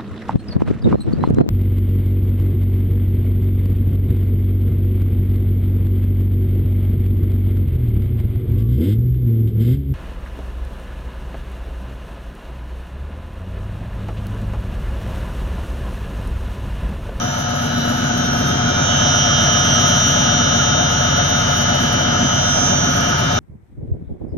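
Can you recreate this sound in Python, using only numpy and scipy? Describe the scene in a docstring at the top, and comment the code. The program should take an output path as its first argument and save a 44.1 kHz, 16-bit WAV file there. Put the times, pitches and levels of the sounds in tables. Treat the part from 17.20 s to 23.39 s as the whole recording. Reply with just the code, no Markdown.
"""An inverter-fed electric motor whines at the sidebands of the inverter's switching, outdoors.
It turns the screw of a steel tube conveyor through V-belts: the belts throb once a lap, tick, hiss in
bouts and creep in and out of step; the tube rumbles, whirs and sings, the frame hums, the fan rushes.
A two-port stereo microphone walks in from 1.7 m to about half a metre, lingers by the tube,
then eases away along it."""
import sys
import numpy as np
from scipy import signal
from scipy.fft import rfft, irfft, next_fast_len
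from scipy.io import wavfile
from scipy.ndimage import uniform_filter1d, map_coordinates

SR = 44100
rng = np.random.default_rng(int(sys.argv[2]) if len(sys.argv) > 2 else 0)


def pcm_store(signal):
    """Save signal as 16-bit PCM."""
    levels = np.round(np.clip(np.atleast_2d(signal), -1, 1) * 32767)
    wavfile.write(sys.argv[1], SR, levels.astype(np.int16).T)


N = 272979

SUPPLY_HZ, BELT_HZ, SHAFT_HZ = 50, 7.869, 32.66
JOINT_S = 0.069  # the belt joints first pass the pulley, then once a lap
# the microphone's walk: t/s, distance from the motor/m
MIC_WALK = [(0, 1.67), (0.9, 1.45), (1.5, 1.05), (1.82, 0.6), (2.9, 0.48), (3.9, 0.62), (4.9, 0.763),
            (5.45, 0.73), (6.19, 0.71)]
# phase between the microphone's ports: f/Hz, left lead/rad
PORT_LEAD = [(30, 0), (130, .28), (280, .7), (420, 1.7), (600, 2.5), (800, 1.3), (1000, 2.1), (1150, 1.7),
             (1300, .9), (1430, .7), (1550, 3), (1700, 4.2)]


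def amp(db):
    """Decibels to gain."""
    return 10 ** (np.asarray(db) / 20)


def unit(x):
    """Scale to rms 1."""
    return x / np.sqrt(np.mean(np.abs(x) ** 2) + 1e-20)


def along(points, hz):
    """Read (Hz, value) points on a log axis."""
    f, values = np.transpose(points)
    return np.interp(np.log(hz + 1), np.log(f), values)


def clock():
    """Time of every sample."""
    return np.arange(N) / SR


def curves(rows):
    """One value per sample for each column after the time."""
    times, *columns = np.transpose(rows)
    return [np.interp(clock(), times, column) for column in columns]


def wobble(rate, path=None):
    """A smooth random curve with rate knots per unit of path (time by default)."""
    path = clock() if path is None else path
    coarse = np.linspace(0, N - 1, 3000)
    knots = rng.standard_normal(1024)
    curve = map_coordinates(knots, [path[coarse.astype(int)] * rate + 2], mode="wrap")
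    return np.interp(np.arange(N), coarse, curve)


def pan(db):
    """Left and right gains of mean power 1 for a level difference."""
    ratio = amp(db)
    return np.array([ratio, np.ones_like(ratio)]).reshape(2, -1) * np.sqrt(2 / (1 + ratio ** 2))


def lead_at(hz):
    """Phase at the left and right ports."""
    return along(PORT_LEAD, hz) * np.array([[.5], [-.5]])


def at_ports(x, spectrum):
    """Colour a sound and spread it over the two ports; part of it arrives diffuse. Rms 1."""
    # how alike the ports sound: f/Hz, likeness/0-1
    likeness = [(260, 1), (330, .87), (420, .75), (560, .93), (760, .62), (1100, .58), (1320, .75),
                (1550, .3), (2000, .05), (14000, .1)]
    # balance of the ports: f/Hz, left minus right/dB
    balance = [(250, 1), (420, 0), (600, 8.5), (850, 8), (1100, -1), (1300, 3), (1420, -15), (1530, 8),
               (1680, -5.5), (2200, 0), (4500, -2.5), (6500, 1), (10000, -1), (13500, 3.5)]
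    size = next_fast_len(N + 8192)
    hz = np.fft.rfftfreq(size, 1 / SR)
    blend = np.arccos(np.clip(along(likeness, hz), 0, 1)) / 2
    direct = np.cos(blend) * rfft(unit(x), size)
    diffuse = np.array([[1], [-1]]) * np.sin(blend) * rfft(rng.standard_normal(N), size)
    pair = (direct + diffuse) * pan(along(balance, hz)) * np.exp(1j * lead_at(hz))
    return unit(irfft(pair * amp(along(spectrum, hz)), size)[:, :N])


def spreading(size_m, rest_m=0.6):
    """Gain with distance, 1 at rest_m; a large source changes less than a small one."""
    return np.hypot(rest_m, size_m) / np.hypot(curves(MIC_WALK)[0], size_m)


def arrival(sound_m_per_s=343):
    """When the sound now at the microphone left the machine; walking shifts every pitch slightly."""
    return clock() - uniform_filter1d(curves(MIC_WALK)[0], SR // 4) / sound_m_per_s


def strain(beat_hz=0.56, tightest_s=0.92):
    """The belts creep in and out of step: a slow beat from -1 (slack) to 1 (tight)."""
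    return np.cos(2 * np.pi * beat_hz * (clock() - tightest_s))


def belt_grain(laps, repeat):
    """The belts' surface roughness comes round again every lap, mixed with fresh noise."""
    surface = rng.standard_normal(int(SR / BELT_HZ))
    again = unit(map_coordinates(surface, [laps % 1 * len(surface)], order=1, mode="grid-wrap"))
    return np.sqrt(repeat) * again + np.sqrt(1 - repeat) * rng.standard_normal(N)


def belt_ticks(level_db=-1.0, rise_s=0.0015):
    """Short ticks of the belts on the pulleys, half buried in their hiss."""
    # each tick: t/s, relative level/dB, t60/s
    ticks = [(0.3057, -27, .012), (0.5776, -33, .06), (0.695, -37, .06), (0.8414, -33, .04),
             (0.9737, -28, .06), (1.3229, -26, .015), (2.4448, -30, .05), (2.6663, -32, .03),
             (2.7172, -33, .04), (2.793, -32, .04), (4.079, -33, .04), (4.412, -28, .05),
             (4.7227, -27, .08), (5.8062, -28, .05), (5.9918, -34, .03)]
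    # a bright tick, with the recorder's gap at 8-9 kHz: f/Hz, relative level/dB
    spectrum = [(1500, -20), (4000, 2), (6800, 2), (7600, -14), (8100, -45), (8900, -40), (9500, 0),
                (14000, -4)]
    envelope = np.zeros(N)
    for start, db, t60 in ticks:
        age = np.maximum(clock() - start, 0)
        envelope += (1 - np.exp(-age / rise_s)) * amp(db - 60 * age / t60)
    return amp(level_db) * envelope * at_ports(rng.standard_normal(N), spectrum)


def belt_hiss(level_db=8.0, flicker_db=3.5, crackle_db=-3.5, slip_count=150, crackle_t60=0.057):
    """The belts hiss in bouts and crackle unevenly, more the harder they rub."""
    # bouts of rubbing: t/s, relative level/dB
    bouts = [(0, -49), (0.19, -50.5), (0.26, -55.5), (0.45, -48.5), (0.82, -51), (0.93, -53), (1.32, -48.5),
             (1.42, -59), (1.98, -56), (2.48, -48), (2.97, -49.5), (3.07, -57.5), (3.7, -54.5),
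             (4.3, -50.5), (4.45, -48), (4.8, -51), (4.95, -55.5), (5.5, -59.5), (5.85, -48.5), (6.1, -46),
             (6.19, -57)]
    # belt hiss, with the recorder's gap at 7.6-9 kHz: f/Hz, relative level/dB
    spectrum = [(3000, -33.5), (6800, 9), (7600, -31), (8000, -57), (9000, -45), (9500, 0.5), (10400, -4),
                (11100, -5.5), (12500, -1.5), (14300, -6.5)]
    hiss_db, = curves(bouts)
    hardness = (hiss_db - hiss_db.min()) / np.ptp(hiss_db)
    when, size = rng.random((slip_count, 2)).T
    slips = np.bincount((when * N).astype(int), size ** 2, N)
    slips = signal.fftconvolve(slips, amp(-60 * clock()[:SR // 4] / crackle_t60))[:N]
    crackle = amp(crackle_db) * 2 * hardness * uniform_filter1d(slips, SR // 500)
    rub = amp(level_db + hiss_db + flicker_db * wobble(40)) * np.hypot(1, crackle)
    return rub * at_ports(rng.standard_normal(N), spectrum)


def fan(level_db=-27.5, size_m=0.95, strain_db=0.55):
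    """The motor's fan and the pulleys rush, a little more when the belts are tight."""
    # an airy rush, thinned by the recorder near 2.5 and 4.7 kHz: f/Hz, relative level/dB
    spectrum = [(1200, -44), (2000, 0), (2250, 1.5), (2550, -2), (2900, 7), (3200, 2.5), (3400, 1),
                (3900, 2), (4750, -6), (5500, 2), (6300, 1), (6800, -5), (7300, -25), (7900, -99)]
    gain = amp(level_db + strain_db * strain()) * spreading(size_m)
    return gain * at_ports(rng.standard_normal(N), spectrum)


def frame_hum(hz=236.1, level_db=1.0, throb_db=3.5, drift_rad=0.2):
    """The frame hums at one pitch, swelling and sinking, and throbs once a belt lap."""
    # swells of the hum: t/s, relative level/dB
    swells = [(0.0, -36.5), (0.56, -27), (1.3, -28.9), (1.68, -33.8), (1.9, -30.5), (2.58, -29.4),
              (2.68, -31), (2.84, -29), (3.4, -28), (3.78, -36), (4.06, -31.5), (4.44, -29.4),
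              (5.04, -26.6), (5.22, -35), (5.4, -30), (5.72, -32.5), (5.86, -38.5), (6.18, -33)]
    throb = throb_db * np.cos(2 * np.pi * BELT_HZ * (clock() - JOINT_S))
    phase = 2 * np.pi * hz * arrival() + drift_rad * wobble(5.5) + lead_at(hz)
    return np.sqrt(2) * amp(curves(swells)[0] + level_db + throb) * np.sin(phase)


def tube_tones(waver_db=5.0, drift_rad=1.78, size_m=1.0):
    """Bearing tones sing through the tube wall; higher ones waver more and fade faster with distance."""
    # fuzzy tones: f/Hz, level/dB, left minus right/dB
    tones = [(260.2, -36, 0), (330, -45, 1), (555, -42, 6), (621, -39, 11), (718.5, -32, 11), (798, -43, 7),
             (851, -45, 7), (899, -44, 0), (1055, -49, 7), (1262, -40, 3), (1308, -39, -1),
             (1405, -38.5, -9), (1428, -37, -9), (1527, -42, 3), (1656, -44, -8)]
    nearness_db = 20 * np.log10(spreading(size_m))
    out = np.zeros((2, N))
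    for hz, db, side_db in tones:
        height = hz / 1400
        phase = 2 * np.pi * hz * arrival() + height ** 2 * drift_rad * wobble(9) + lead_at(hz)
        waver = waver_db * np.sqrt(height) * wobble(17)
        out += pan(side_db) * amp(db + waver + height ** 2 * nearness_db) * np.sin(phase)
    return np.sqrt(2) * out


def tube_rumble(laps, joint_db=1.7, unsteady_db=0.5):
    """The tube rumbles unevenly, harder each time the belt joints pass."""
    # swells of the rumble: t/s, level/dB
    swells = [(0, -31), (0.4, -34.5), (0.5, -28.5), (1.4, -22), (1.7, -27), (2.85, -25), (3.8, -27.5),
              (4.4, -26), (5.0, -24), (5.25, -29), (5.55, -24), (6.19, -24.5)]
    # colour of the rumble: f/Hz, relative level/dB
    spectrum = [(10, -19), (35, -14.5), (60, -13.5), (100, -0.5), (140, 3), (215, 1.3), (268, 4), (298, -7),
                (335, -2.5), (440, -10), (600, -10), (1200, -77), (4000, -110)]
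    joint = np.cos(2 * np.pi * (laps - BELT_HZ * JOINT_S))
    db = curves(swells)[0] + joint_db * joint + unsteady_db * wobble(9.7)
    return amp(db) * at_ports(belt_grain(laps, repeat=0.17), spectrum)


def screw_scrape(laps, modes, repeat, shaft_db=-0.5, rough_db=1.5):
    """The screw scrapes in time with the shaft and rings one group of the tube's modes."""
    shaft_angle = 2 * np.pi * laps * SHAFT_HZ / BELT_HZ
    contact = amp(shaft_db * np.sin(shaft_angle) + rough_db * wobble(40))
    return at_ports(contact * belt_grain(laps, repeat), modes)


def tube_whir(laps, low_db=-23.5, high_db=-23.0, wall_db=-31.5, strain_db=0.34):
    """The scraped tube whirs; tight belts shift the ring from its low modes to its high ones."""
    # the tube's low modes, high modes and a wall mode near 1.5 kHz: f/Hz, relative level/dB
    low_modes = [(100, -75), (300, -25), (420, -11.5), (470, -2), (530, -6), (570, 4.5), (670, 1.5),
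                 (722, 5), (760, -10.5), (850, -2), (960, -5), (1100, -7), (1400, -68), (4000, -100)]
    high_modes = [(850, -65.5), (1130, -10), (1260, -0.5), (1325, -1), (1360, -6), (1420, 0.5),
                  (1480, -4.5), (1670, -3), (1790, -10), (1920, -14), (2400, -50), (6000, -100)]
    wall_mode = [(1000, -80), (1400, -38), (1490, 8), (1560, -5), (1680, -16), (2300, -99)]
    # the microphone crosses the wall mode's beam: start/s, end/s, fade/s
    crossing = (0.35, 2.0, 0.2)
    start, end, fade = crossing
    in_beam = np.clip(np.minimum(clock() - start, end - clock()) / fade, 0, 1)
    shift_db = strain_db * strain()
    low = amp(low_db - shift_db) * spreading(size_m=1.02) * screw_scrape(laps, low_modes, repeat=0.47)
    high = amp(high_db + shift_db) * spreading(size_m=0.78) * screw_scrape(laps, high_modes, repeat=0.67)
    wall = amp(wall_db) * in_beam * screw_scrape(laps, wall_mode, repeat=0.3)
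    return low + high + wall


def belt_throb(laps, level_db=0.5, unsteady_db=1.5, size_m=1.22):
    """The uneven belts tug at the frame in the same pattern every lap."""
    # harmonics of the throb: multiple of the lap rate, relative level/dB
    harmonics = [(4, -48), (5, -45), (6, -50), (7, -40), (8, -46), (10, -34), (11, -37), (12, -31),
                 (13, -42), (14, -35), (15, -35), (16, -32), (17, -31), (18, -32), (19, -32), (20, -41),
                 (21, -36), (22, -43), (23, -38), (24, -41), (26, -40), (29, -41)]
    out = np.zeros((2, N))
    for multiple, db in harmonics:
        # the tugs are spread around the lap, so the throb churns instead of thumping
        offset = 6 * np.pi * multiple ** 2 / 13
        phase = 2 * np.pi * multiple * laps - offset + rng.standard_normal()
        out += amp(db + unsteady_db * wobble(2.57)) * np.sin(phase + lead_at(multiple * BELT_HZ))
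    return np.sqrt(2) * amp(level_db) * spreading(size_m) * out


def flare(hz):
    """Left and right gains of one sideband as the microphone passes loud and quiet spots."""
    # spots on the walk: t/s, half length/s, f/Hz, half width/Hz, left/dB, right/dB
    spots = [(0.6, 0.12, 3950, 150, 6, 9), (0.3, 0.9, 2200, 300, -8, -4), (1.53, 0.13, 2350, 200, 6, 9),
             (1.7, 0.1, 3950, 150, -5, -5), (4.7, 0.9, 3950, 150, -4, -7), (5.56, 0.12, 5600, 60, 8, 5),
             (6.1, 0.08, 3650, 100, 4, 4), (5.4, 0.25, 3650, 100, 3, 1), (1.75, 0.07, 6300, 60, 4, 4),
             (5.05, 0.15, 6200, 50, -3, -3), (5.45, 0.2, 2350, 100, -4, -4), (0.8, 0.7, 3200, 100, -3, -3),
             (5.95, 0.25, 6200, 60, -4, -3), (5.72, 0.09, 3950, 150, 7, 5)]
    t = np.linspace(0, N / SR, 400)
    db = sum(np.outer([left, right], np.exp(-((t - when) / length) ** 2 - ((hz - centre) / width) ** 2))
             for when, length, centre, width, left, right in spots)
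    return np.array([np.interp(clock(), t, gain) for gain in amp(db)])


def housing_lobes(pulse_db=0.5, pulse_hz=2.3, swing_db=1.25, swing_hz=5.6):
    """The motor housing beams its whine in four lobes: port gains and phase lead of each."""
    # the lobes along the walk, lowest pitch first: t/s, left/dB, right/dB, left lead/rad
    buzz = [(0, -6, -12, -4), (0.12, -5, -14, -4), (0.36, -4, -8, -4.8), (0.7, -3, -9, -6),
            (1.1, -4, -13, -5.8), (1.4, -4, -5.5, -4.9), (1.62, -3, -6.5, -5.5), (1.72, -3, 3.5, -7.8),
            (2.04, 1, 2.5, -6.2), (3, -0.5, 0.5, -6.2), (3.8, 0.5, -2, -6), (5.06, 0, -3, -7.2),
            (5.48, 0, -5, -3.3), (5.62, -1, -10, -5.4), (5.76, -3.5, -8, -3.8), (5.86, 1, -4, -5.8),
            (6.02, -1, -13, -4.8), (6.18, -2, -11, -4.8)]
    whistle = [(0.0, -7, -15, 11), (0.24, -6, -12, 11), (0.28, -2, -13.7, 11), (0.42, -10, -11, 6.5),
               (0.58, -6, -7, 6), (0.62, -2, -6, 5.9), (0.8, -10.5, -5.5, 6), (1.06, -2, 1.5, 4),
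               (1.16, -9, -8, 6.5), (1.34, -9, 2, -1.3), (1.76, 1, -3, 2.7), (1.9, 1, 1, -0.5),
               (2.0, 1.2, 1, 0.2), (2.94, 1, 1.5, 0.04), (4.86, -2.3, 3, -0.5), (5.18, 1.5, 4.5, -0.4),
               (5.66, 0.2, 1.5, -0.9), (5.88, -8, -11, -1.3), (5.92, -12, -11, 2.5), (6.18, -4, 2, 3)]
    whine = [(0, -9, -8, -1), (0.3, -11, -11, -1.5), (0.45, -15, -12, -2), (0.85, -14, -15, -1),
             (1.0, -11, -12, 0.8), (1.18, -10, -7, 2), (1.28, -13, -5, 0.8), (1.45, -9, -7.5, 1),
             (1.62, -6, -0.5, 1.6), (1.74, -6, -2.5, 1), (1.88, 0.5, 3.5, -0.2), (2.25, 1, 1.5, 0),
             (2.8, 2, 1.5, 0), (4.2, -2, -3.5, 0), (5, -2.5, -6, -0.2), (5.26, -1, -1.5, -3),
             (5.5, -5, 2.5, -3.4), (5.68, -2, -1, -5.5), (5.85, -4, -2, -6), (6.18, -7, -9, -6)]
    shrill = [(0.0, -9, -3, -21), (0.36, -8, -11, -13.5), (0.46, -16, -8, -17), (0.66, -12, -15.5, -12.5),
              (0.9, -12.7, -1, -15), (1.14, -6.5, -10, -11.5), (1.46, -2, -6, -9), (1.66, -4, 5.2, -2),
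              (1.78, 1.5, -2.5, 1.5), (1.92, -7, 4, -1.5), (2.04, -4.6, -1, -2), (2.16, -12, 0.6, 6.5),
              (2.68, 2, 0.7, -0.8), (4.92, -4.2, -4, -1.35), (5.08, 1.5, 2, 3), (5.28, -6, 2.5, -3.5),
              (5.46, -5, 5.5, -3.5), (5.56, -6.1, 3, -4), (5.94, -9, -4, -7.5), (6.18, -3, -10, -12.5)]
    # the two lower lobes pulse with the load and swing between the ports
    pulse = pulse_db * np.cos(2 * np.pi * pulse_hz * clock())
    swing = swing_db * np.sin(2 * np.pi * swing_hz * clock()) * np.array([[-1], [1]])
    lobes = []
    for table, sway_db in [(buzz, pulse + swing), (whistle, pulse + swing), (whine, 0), (shrill, 0)]:
        left, right, lead = curves(table)
        lobes.append((amp(np.array([left, right]) + sway_db), lead))
    return lobes


def motor_whine(tremble_db=1.5, smear_rad=0.97, dispersion_s_per_hz=1e-5,
                reflect_m=1.52, waves_per_m=5.99, sway_waves_per_s=0.45):
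    """Sidebands locked to the supply; walking and hand sway carry the ports through standing waves."""
    # switching sidebands, strongest around 3 and 6 kHz:
    # multiple of the supply, relative level/dB, left minus right/dB, left lead/rad
    sidebands = [(41, -41.0, 9, 1.5), (47, -36.0, -2, -3.1), (55, -41.5, -8, 1.2), (57, -36.0, 3, -0.7),
                 (59, -27.5, -3, 0.7), (61, -31.5, 7, 2.3), (63, -27.5, -5, -1.1), (65, -29.5, -18, -0.6),
                 (66, -42.5, -12, -1.8), (69, -41.0, -5, -1.4), (73, -28.0, 3, -1.9), (79, -35.0, 0, -1.2),
                 (98, -46.0, -2, 0.5), (104, -37.5, -7, -0.0), (106, -46.0, -6, -2.2),
                 (110, -34.0, -7, -0.3), (112, -37.5, -3, -1.9), (114, -32.0, -4, -1.5),
                 (115, -39.0, 0, 1.5), (116, -24.3, 1, 0.5), (118, -27.0, 1, 0.2), (119, -42.0, -2, 2.1),
                 (120, -40.5, 3, -2.0), (122, -36.0, -16, -0.0), (123, -44.5, 2, 0.5),
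                 (124, -24.5, -1, -1.8), (126, -27.0, 2, 0.7), (128, -38.5, -6, -2.6),
                 (130, -38.5, -1, 1.3), (136, -40.0, -6, 1.0), (142, -51.5, 1, 0.1), (189, -60.5, 2, 2.0),
                 (205, -60.0, 0, 0.5), (232, -62.0, -3, -2.6), (238, -63.0, 4, 0.1), (242, -63.5, 5, -1.7),
                 (246, -64.5, 2, -2.5), (252, -59.5, 12, 1.3)]
    # borders between the housing's lobes: f/Hz
    lobe_edges = [3500, 4500, 6050]
    distance, = curves(MIC_WALK)
    sent, lobes = arrival(), housing_lobes()
    path = waves_per_m * np.cumsum(np.abs(np.gradient(distance))) + sway_waves_per_s * clock()
    # further off, the tube screens the motor and reflections quickly take over
    reflected = 1 / (1 + (reflect_m / distance) ** 3)
    direct, diffuse = np.sqrt(1 - reflected), np.sqrt(reflected / 2)
    out = np.zeros((2, N))
    for multiple, db, side_db, lead in sidebands:
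        hz = multiple * SUPPLY_HZ
        # the housing delays each pitch differently, spreading every switching burst into a chirp
        lag = np.pi * dispersion_s_per_hz * hz ** 2
        phase = 2 * np.pi * hz * sent - lag + smear_rad * rng.standard_normal()
        beam, lobe_lead = lobes[np.searchsorted(lobe_edges, hz)]
        gains = beam * flare(hz) * pan(side_db) * amp(db + tremble_db * wobble(15))
        for port, gain in enumerate(gains):
            angle = phase + (.5 - port) * (lead + lobe_lead)
            in_phase = (direct + diffuse * wobble(1.0, path)) * np.sin(angle)
            quadrature = diffuse * wobble(0.722, path) * np.cos(angle)
            out[port] += gain * (in_phase + quadrature)
    return out


def scene():
    """The conveyor from close by; belts, screw and shaft share one slightly unsteady speed."""
    laps = BELT_HZ * clock() + 0.0012 * wobble(3.025)
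    drive = motor_whine() + belt_throb(laps) + frame_hum()
    tube = tube_rumble(laps) + tube_whir(laps) + tube_tones()
    return drive + tube + fan() + belt_hiss() + belt_ticks()


def record(dry, top_hz=14350):
    """The recorder keeps nothing above its band limit."""
    size = next_fast_len(N + 8192)
    passband = np.fft.rfftfreq(size, 1 / SR) < top_hz
    return irfft(rfft(dry, size) * passband, size)[:, :N]


dry = scene()
out = record(dry)
pcm_store(out)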